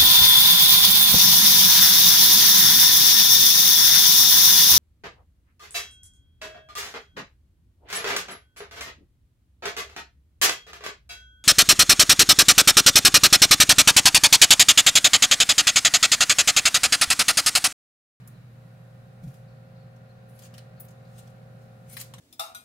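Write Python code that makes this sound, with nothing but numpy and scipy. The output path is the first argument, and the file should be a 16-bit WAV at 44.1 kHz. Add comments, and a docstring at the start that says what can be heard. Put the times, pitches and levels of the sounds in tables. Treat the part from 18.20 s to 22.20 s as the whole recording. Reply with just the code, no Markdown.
"""A quiet kitchen, where shears work through the wing joint of a raw chicken close by.
An appliance motor's harmonics and mains hum drone over broadband room noise. The bird bumps on its
tray, paper rustles and wet flesh squelches. Stick-slip friction makes the blades rasp; tearing fibres
and cracking gristle are trains of impulses coloured by the steel's modes. At last the joint snaps and
the shears clack against their stop: two impacts that ring the modes of bone and handles."""
import sys
import numpy as np
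from scipy import signal
from scipy.fft import rfft, irfft, next_fast_len
from scipy.io import wavfile
from scipy.ndimage import map_coordinates

SR = 44100
rng = np.random.default_rng(int(sys.argv[2]) if len(sys.argv) > 2 else 0)


def generate_wav(sig):
    """Save sig (samples, or channels by samples) to the path in sys.argv[1] as 16-bit PCM at SR."""
    pcm = np.round(np.clip(np.atleast_2d(sig).T, -1, 1) * 32767).astype(np.int16)
    wavfile.write(sys.argv[1], SR, pcm)


N = 176400


def amp(db):
    """Decibels to amplitude ratio."""
    return 10 ** (np.asarray(db) / 20)


def unit(x):
    """Normalisation to rms 1."""
    return x / np.sqrt(np.mean(x ** 2) + 1e-20)


def along(points, hz):
    """Interpolation of (frequency_hz, value) points on a log axis."""
    f, v = np.transpose(points)
    return np.interp(np.log(hz + 1), np.log(f + 1), v)


def curve(rows):
    """Linear interpolation of (time_s, value) points at every sample."""
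    return np.interp(np.arange(N) / SR, *np.transpose(rows))


def wobble(rate):
    """Slow random modulation: a spline through rate knots a second."""
    return map_coordinates(rng.standard_normal(int(N * rate / SR) + 4), [np.arange(N) * rate / SR])


def pan(db):
    """Stereo gains for a level difference, left over right."""
    return amp(np.array([[db], [-db]]) / 2)


def hump(hz, centre, octaves):
    """A Gaussian band of height 1 in log frequency."""
    return np.exp(-.5 * (np.log2((hz + 1) / centre) / octaves) ** 2)


def resonance(modes, hz):
    """Modal superposition: each damped mode adds a Lorentzian peak of power."""
    return sum(amp(db) ** 2 / (1 + (2 * (hz - f) / width) ** 2) for f, width, db in modes)


def filtered(x, response):
    """Zero-phase filtering by multiplication of the spectrum."""
    size = next_fast_len(N + SR // 4)
    return irfft(rfft(x, size) * response(np.fft.rfftfreq(size, 1 / SR)), size)[..., :N]


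def coloured(x, shape_db, size=4096):
    """Minimum-phase filtering: folding the cepstrum makes the response causal."""
    gain = amp(shape_db(np.fft.rfftfreq(size, 1 / SR)))
    cepstrum = irfft(np.log(np.maximum(gain, 1e-6)))
    cepstrum[1:size // 2] *= 2
    cepstrum[size // 2 + 1:] = 0
    return signal.fftconvolve(x, irfft(np.exp(rfft(cepstrum))))[:len(x)]


def crackle(db, rise, fall, shape_db, per_s, spread_db=3.5):
    """Shot noise, one second long: random impulses grow and decay exponentially about its middle."""
    t = np.arange(SR) / SR - .5
    envelope = np.exp(np.where(t < 0, t / rise, -t / fall))
    occurs = rng.random(SR) < per_s / SR
    polarity, size = rng.standard_normal((2, SR))
    grains = occurs * np.sign(polarity) * amp(spread_db * size)
    return amp(db) * unit(coloured(grains * envelope, shape_db)) * np.sqrt(np.mean(envelope ** 2))


def add(out, s, sound):
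    """Superposition: mix in a sound with its half-second mark at time s."""
    start = round((s - .5) * SR)
    part = sound[..., max(0, -start):N - start]
    out[:, max(0, start):max(0, start) + part.shape[-1]] += part


# the room's reverberation time: frequency_hz, t60_s
ROOM_DECAY = [(200, .35), (2000, 0.3), (6000, 0.29), (14000, 0.21)]
def in_kitchen(x, counter_db=6.5, counter_t60_s=.043, direct_pan_db=9.5):
    """Convolution with an impulse response: direct sound, early counter reflections and a diffuse tail."""
    hz, t, spectra = signal.stft(rng.standard_normal((2, SR // 2)), SR, nperseg=256)
    tail = signal.istft(spectra * amp(-60 * t / along(ROOM_DECAY, hz)[:, None]), SR, nperseg=256)[1]
    t = np.arange(tail.shape[1]) / SR
    early = rng.standard_normal(tail.shape) * amp(-60 * t / counter_t60_s)
    response = tail / np.linalg.norm(tail[0]) + amp(counter_db) * early / np.linalg.norm(early[0])
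    response[:, :1] += pan(direct_pan_db)
    return signal.fftconvolve(x[None], response, axes=1)


# likeness of left and right: frequency_hz, correlation
COHERENCE = [(60, .98), (170, 0.96), (260, 0.59), (370, 0), (520, 0.87), (800, 0), (1300, 0.074), (3000, 0),
             (12000, 0)]
def stereo_noise(spectrum):
    """Partly coherent noise of rms 1: the ratio of mid to side sets the correlation."""
    def response(hz):
        angle = np.arccos(np.clip(along(COHERENCE, hz), -1, 1)) / 2
        return amp(along(spectrum, hz)) * [np.cos(angle), np.sin(angle)]
    mid, side = filtered(rng.standard_normal((2, N)), response)
    return unit(np.array([mid + side, mid - side]))


# spectra of the background noises: frequency_hz, gain_db
RUMBLE_SPECTRUM = [(20, -37.5), (35, -39), (50, -14), (70, -17), (100, -9.5), (140, 0), (175, -5.5),
                   (215, -12), (300, -21.5), (420, -23), (560, -22), (850, -27.5), (1100, -48.5)]
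AIR_SPECTRUM = [(500, -15), (850, -12.5), (958, -1), (1220, -1), (1550, -0.5), (1710, -4), (1830, -0.5),
                (1990, -6), (2570, -7), (3300, -14), (3810, -10.5), (4740, -15), (5150, -18), (8130, -25),
                (10200, -31), (11100, -21.5), (15000, -42.5)]
HISS_SPECTRUM = [(2000, -7), (6000, -2), (12000, 2), (15500, -7)]
# their envelopes: time_s, level_db
RUMBLE_ENVELOPE = [(0, -50.5), (.6, -52.5), (2, -53.5), (3, -52), (4, -52)]
AIR_ENVELOPE = [(0, -61.5), (.3, -64), (1.8, -64.5), (2.3, -62.5), (4, -64.5)]
HISS_ENVELOPE = [(0, -86), (.4, -75.5), (1, -78), (2, -87), (4, -73)]
def room_tone():
    """Incoherent noises add in power: low rumble, moving air and a faint hiss."""
    rumble = amp(curve(RUMBLE_ENVELOPE)) * stereo_noise(RUMBLE_SPECTRUM) * pan(db=-1.3)
    air = amp(curve(AIR_ENVELOPE)) * stereo_noise(AIR_SPECTRUM)
    hiss = amp(curve(HISS_ENVELOPE)) * stereo_noise(HISS_SPECTRUM)
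    return rumble + air + hiss


# multiples of the rotation rate: harmonic_number
ORDERS = [4, 5, 9, 10, 11, 12, 13, 14, 16, 17, 18, 32]
# the partial at each multiple: level_db, pan_db, left_lead_rad
PARTIALS = [(-62.5, -2.5, 0.15), (-68.5, -1.5, .5), (-75, -9, 3), (-79.5, -10, .5), (-74, -5, -0.3),
            (-63.5, 1.5, -0.5), (-78, -4, 1.5), (-72, -5, 1), (-73, -8, 1), (-69, 4, 2), (-74, 1.5, 0.85),
            (-72, 0, 3.8)]
# envelope of the whine: time_s, gain_db
WHINE_ENVELOPE = [(0, -6), (.2, -14.5), (.4, -1.5), (1, 0.5), (3, 3), (4, 1)]
# steady low tones: pitch_hz, level_db
HUM_TONES = [(119.03, -49.5), (44.22, -71.5)]
def appliance(rotation_hz=44.26, drift=.00077, whine_gain_db=1, waver_db=1):
    """Periodic motion gives a harmonic series: a slightly unsteady motor whines over a steady hum."""
    t = np.arange(N) / SR
    turns = np.cumsum(rotation_hz * (1 + drift * wobble(4.1))) / SR
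    whine = np.zeros((2, N))
    for order, (db, pan_db, lead) in zip(ORDERS, PARTIALS):
        gain = amp(db + waver_db * wobble(4.95)) * pan(pan_db)
        phase = 2 * np.pi * (order * turns + rng.random())
        whine += gain * np.sin(phase + np.array([[lead], [-lead]]) / 2)
    hum = sum(amp(db) * np.sin(2 * np.pi * (hz * t + rng.random())) for hz, db in HUM_TONES)
    return np.sqrt(2) * (amp(whine_gain_db + curve(WHINE_ENVELOPE)) * whine + hum)


# the bird bumping on the tray: start_s, level_db, pitch_hz, rise_s, fall_s
TRAY_BUMPS = [(1.039, -24, 158, .012, .014), (1.06, -33, 72, .008, .012), (1.072, -25, 128, .009, .018)]
# spectrum of the thud: frequency_hz, gain_db
THUD_SPECTRUM = [(30, -16), (70, -13), (100, -7), (140, 2), (185, -4.5), (250, -13), (400, -36),
                 (2000, -66)]
def tray_bumps(thud_db=-16):
    """Damped oscillation: a soft impact rings the tray at a low pitch, with a dull thud of flesh."""
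    out = np.zeros((2, N))
    t = np.maximum(np.arange(SR) / SR - .5, 0)
    for s, db, pitch_hz, rise, fall in TRAY_BUMPS:
        ring = amp(db) * np.sin(2 * np.pi * pitch_hz * t) * (1 - np.exp(-t / rise)) * np.exp(-t / fall)
        thud = crackle(db + thud_db, rise, fall, lambda hz: along(THUD_SPECTRUM, hz), per_s=6000)
        add(out, s, ring + thud)
    return out


# wet skin shifting on paper: peak_s, level_db, rise_s, fall_s
PAPER_RUSTLES = [(.005, -74, 0.0044, 0.011), (1.04, -67, 0.011, 0.014), (1.078, -68, 0.013, .018),
                 (1.139, -70, 0.039, 0.0466)]
# spectrum of the rustle: frequency_hz, gain_db
PAPER_SPECTRUM = [(500, -14), (2000, 0), (5000, 0.5), (10000, -0.5), (15500, -2.5)]
def paper_rustles():
    """Sparse broadband shot noise: skin and paper rustle as the bird is shifted."""
    out = np.zeros((2, N))
    for s, db, rise, fall in PAPER_RUSTLES:
        add(out, s, in_kitchen(crackle(db, rise, fall, lambda hz: along(PAPER_SPECTRUM, hz), per_s=1200)))
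    return out


# the wing being stretched: peak_s, level_db, rise_s, fall_s, pitch_hz, width_octaves
FLESH_SQUELCHES = [(.16, -79, .035, .026, 4000, .08), (1.29, -81, .025, .1, 4300, .17),
                   (1.61, -78.5, .07, .05, 4300, .17), (1.898, -75, .007, .017, 4200, .05),
                   (2.58, -76, .011, .021, 4300, .1), (2.85, -81, .0074, .049, 4300, .15)]
def flesh_squelches(skirt_db=-22):
    """Narrowband noise has a pitch: stretched wet flesh ticks in one band with a broad, faint skirt."""
    out = np.zeros((2, N))
    for s, db, rise, fall, pitch_hz, width in FLESH_SQUELCHES:
        def band_db(hz):
            return 20 * np.log10(hump(hz, pitch_hz, width) + amp(skirt_db) * hump(hz, pitch_hz, 1) + 1e-4)
        add(out, s, in_kitchen(crackle(db, rise, fall, band_db, per_s=1200)))
    return out


# modes of the blades: frequency_hz, bandwidth_hz, gain_db
BLADE_MODES = [(2150, 310, -3), (2950, 300, -1), (4150, 223, -1), (6850, 220, -3), (8800, 290, -6),
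               (10750, 90, 2), (11600, 150, -4), (12200, 110, -3), (14700, 150, -3), (15300, 150, -2)]
def steel_db(hz):
    """Resonance: the blades lift the plain contact sound near their natural frequencies."""
    return 10 * np.log10(1 + resonance(BLADE_MODES, hz))


# steel rubbing on steel: peak_s, level_db, rise_s, fall_s, centre_hz, width_octaves, scrape_db
BLADE_RASPS = [(0.076, -50, 0.00081, 0.0032, 10300, 0.55, -12), (2.093, -69.5, 0.009, .025, 9700, .1, -7),
               (2.16, -70, 0.0354, 0.022, 10700, .13, -7), (2.603, -44.5, 0.0018, .005, 15000, 0.08, -15),
               (2.608, -51, .004, .004, 11200, .2, -19), (2.624, -63, .006, 0.014, 11500, 0.3, -16),
               (3.701, -55.5, 0.0073, .015, 8500, 0.11, -9), (3.735, -52, .014, .012, 10700, 0.2, -13),
               (3.769, -47, 0.002, 0.011, 11500, 0.37, -16)]
def blade_rasps():
    """Stick-slip friction between the edges excites their high modes: a bright band over a broad scrape."""
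    out = np.zeros((2, N))
    for s, db, rise, fall, centre, width, scrape_db in BLADE_RASPS:
        def rasp_db(hz):
            friction = hump(hz, centre, width) + amp(scrape_db) * hz / centre
            return 20 * np.log10(friction + 1e-4) + steel_db(hz)
        add(out, s, in_kitchen(crackle(db, rise, fall, rasp_db, per_s=7000)))
    return out * pan(db=2)


# fibres parting under the blades: peak_s, level_db, rise_s, fall_s
FIBRE_CUTS = [(2.206, -70, 0.033, 0.016), (2.258, -59, 0.027, 0.011), (2.37, -72, 0.03, 0.03),
              (2.995, -68, 0.066, 0.045), (3.42, -77, 0.018, 0.033), (3.735, -58, 0.027, 0.018),
              (3.79, -51, 0.019, 0.013), (3.811, -49.5, 0.019, 0.014)]
# spectrum of the tearing: frequency_hz, gain_db
FIBRE_SPECTRUM = [(300, -48), (1000, -3), (2300, 1), (4300, 4.5), (6000, 4.5), (8000, 3.5), (12000, -2.5),
                  (15500, -1)]
def fibre_cuts():
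    """Shear failure: skin and sinew tear as the blades close, one impulse for each fibre."""
    out = np.zeros((2, N))
    tear_db = lambda hz: along(FIBRE_SPECTRUM, hz) + steel_db(hz)
    for s, db, rise, fall in FIBRE_CUTS:
        add(out, s, in_kitchen(crackle(db, rise, fall, tear_db, per_s=6000)))
    return out


# gristle cracking: peak_s, level_db, low_mid_db, treble_db, fall_s, pitch_hz, pitch_lift_db
GRISTLE_CRACKS = [(1.764, -69, -3, -5, .003, 6000, 5), (2.192, -54, -6, 4.5, .004, 10000, 3),
                  (2.2225, -55, 5, 0, .005, 3200, 3), (2.2365, -54.5, 2, -4, .002, 7000, 15),
                  (2.3405, -53.5, 4, -2, .004, 3000, 8), (2.349, -58.5, 2, -12, .003, 2900, 9),
                  (2.3815, -49.5, 0, -4, .003, 4100, 5), (2.389, -57.5, 0, -10, .003, 3000, 8),
                  (2.650, -59.5, -3, 6, .0044, 13000, 8), (2.685, -59, -16, 2, .0035, 6800, 5),
                  (2.706, -65.5, -8, 0, .009, 6800, 6), (2.982, -58, -14, 0, .0058, 8500, 5),
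                  (2.99, -56.5, -11, 3, .008, 7800, 5), (3.074, -64, -21, -7, .0055, 6000, 2),
                  (3.099, -70, -10, 0, .006, 7000, 2), (3.801, -42, -2, 6, .005, 8000, 4),
                  (3.812, -39.3, -3, 7, .0045, 4500, 4), (3.984, -55, 3, -3, .0053, 3100, 2)]
def gristle_cracks(rise_s=.0016):
    """Acoustic emission: each crack is a short run of fractures that also rings the blades."""
    out = np.zeros((2, N))
    for s, db, low_db, treble_db, fall, pitch_hz, lift_db in GRISTLE_CRACKS:
        spectrum = [(100, low_db - 16), (700, low_db - 8), (1900, low_db), (3000, 0), (5000, 0),
                    (12000, treble_db), (15500, treble_db - 5.5)]
        def crack_db(hz):
            return along(spectrum, hz) + lift_db * hump(hz, pitch_hz, octaves=.13) + steel_db(hz)
        add(out, s, in_kitchen(crackle(db, rise_s, fall, crack_db, per_s=9000)))
    return out


# the joint snapping, the shears hitting their stop: time_s, impulse_db, burst_db, rise_s, fall_s
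JOINT_SNAP = (3.7682, -31.5, -38.3, .0005, .0042)
STOP_CLACK = (3.9385, -38, -46, .001, .003)
# modes of the bodies they ring: frequency_hz, bandwidth_hz, gain_db
BONE_MODES = [(1080, 130, -7), (1440, 200, -.5), (2020, 230, 3), (2980, 250, -8), (4050, 250, -6),
              (4600, 200, -6), (5360, 200, -11), (8900, 700, -14)]
HANDLE_MODES = [(1030, 350, 2), (1900, 600, -4), (2900, 300, 1), (4040, 110, 9), (5680, 300, -4),
                (6080, 100, -2), (7250, 400, -5), (8270, 150, -1), (9360, 200, -5), (12000, 3500, -12)]
def impact(event, modes, cutoff_hz=890):
    """Impulse excitation: one sharp blow and a burst of lesser ones ring a small body's modes."""
    s, impulse_db, burst_db, rise, fall = event
    def body_db(hz):
        radiation = hz ** 4 / (hz ** 4 + cutoff_hz ** 4)  # a small body radiates bass poorly
        return 10 * np.log10(resonance(modes, hz) * radiation + 1e-8)
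    ring = coloured(1.0 * (np.arange(SR) == SR // 2), body_db)
    burst = crackle(burst_db, rise, fall, body_db, per_s=9000)
    out = np.zeros((2, N))
    add(out, s, in_kitchen(amp(impulse_db) * ring / np.abs(ring).max() + burst))
    return out


def scene():
    """Linear superposition of the kitchen's drone, the bird and the shears."""
    drone = room_tone() + appliance()
    handling = tray_bumps() + paper_rustles() + flesh_squelches()
    cutting = blade_rasps() + fibre_cuts() + gristle_cracks()
    return drone + handling + cutting + impact(JOINT_SNAP, BONE_MODES) + impact(STOP_CLACK, HANDLE_MODES)


TOP_HZ = 15830
def record(dry):
    """An ideal low-pass filter limits the bandwidth."""
    return filtered(dry, lambda hz: hz < TOP_HZ)


dry = scene()
out = record(dry)
generate_wav(out)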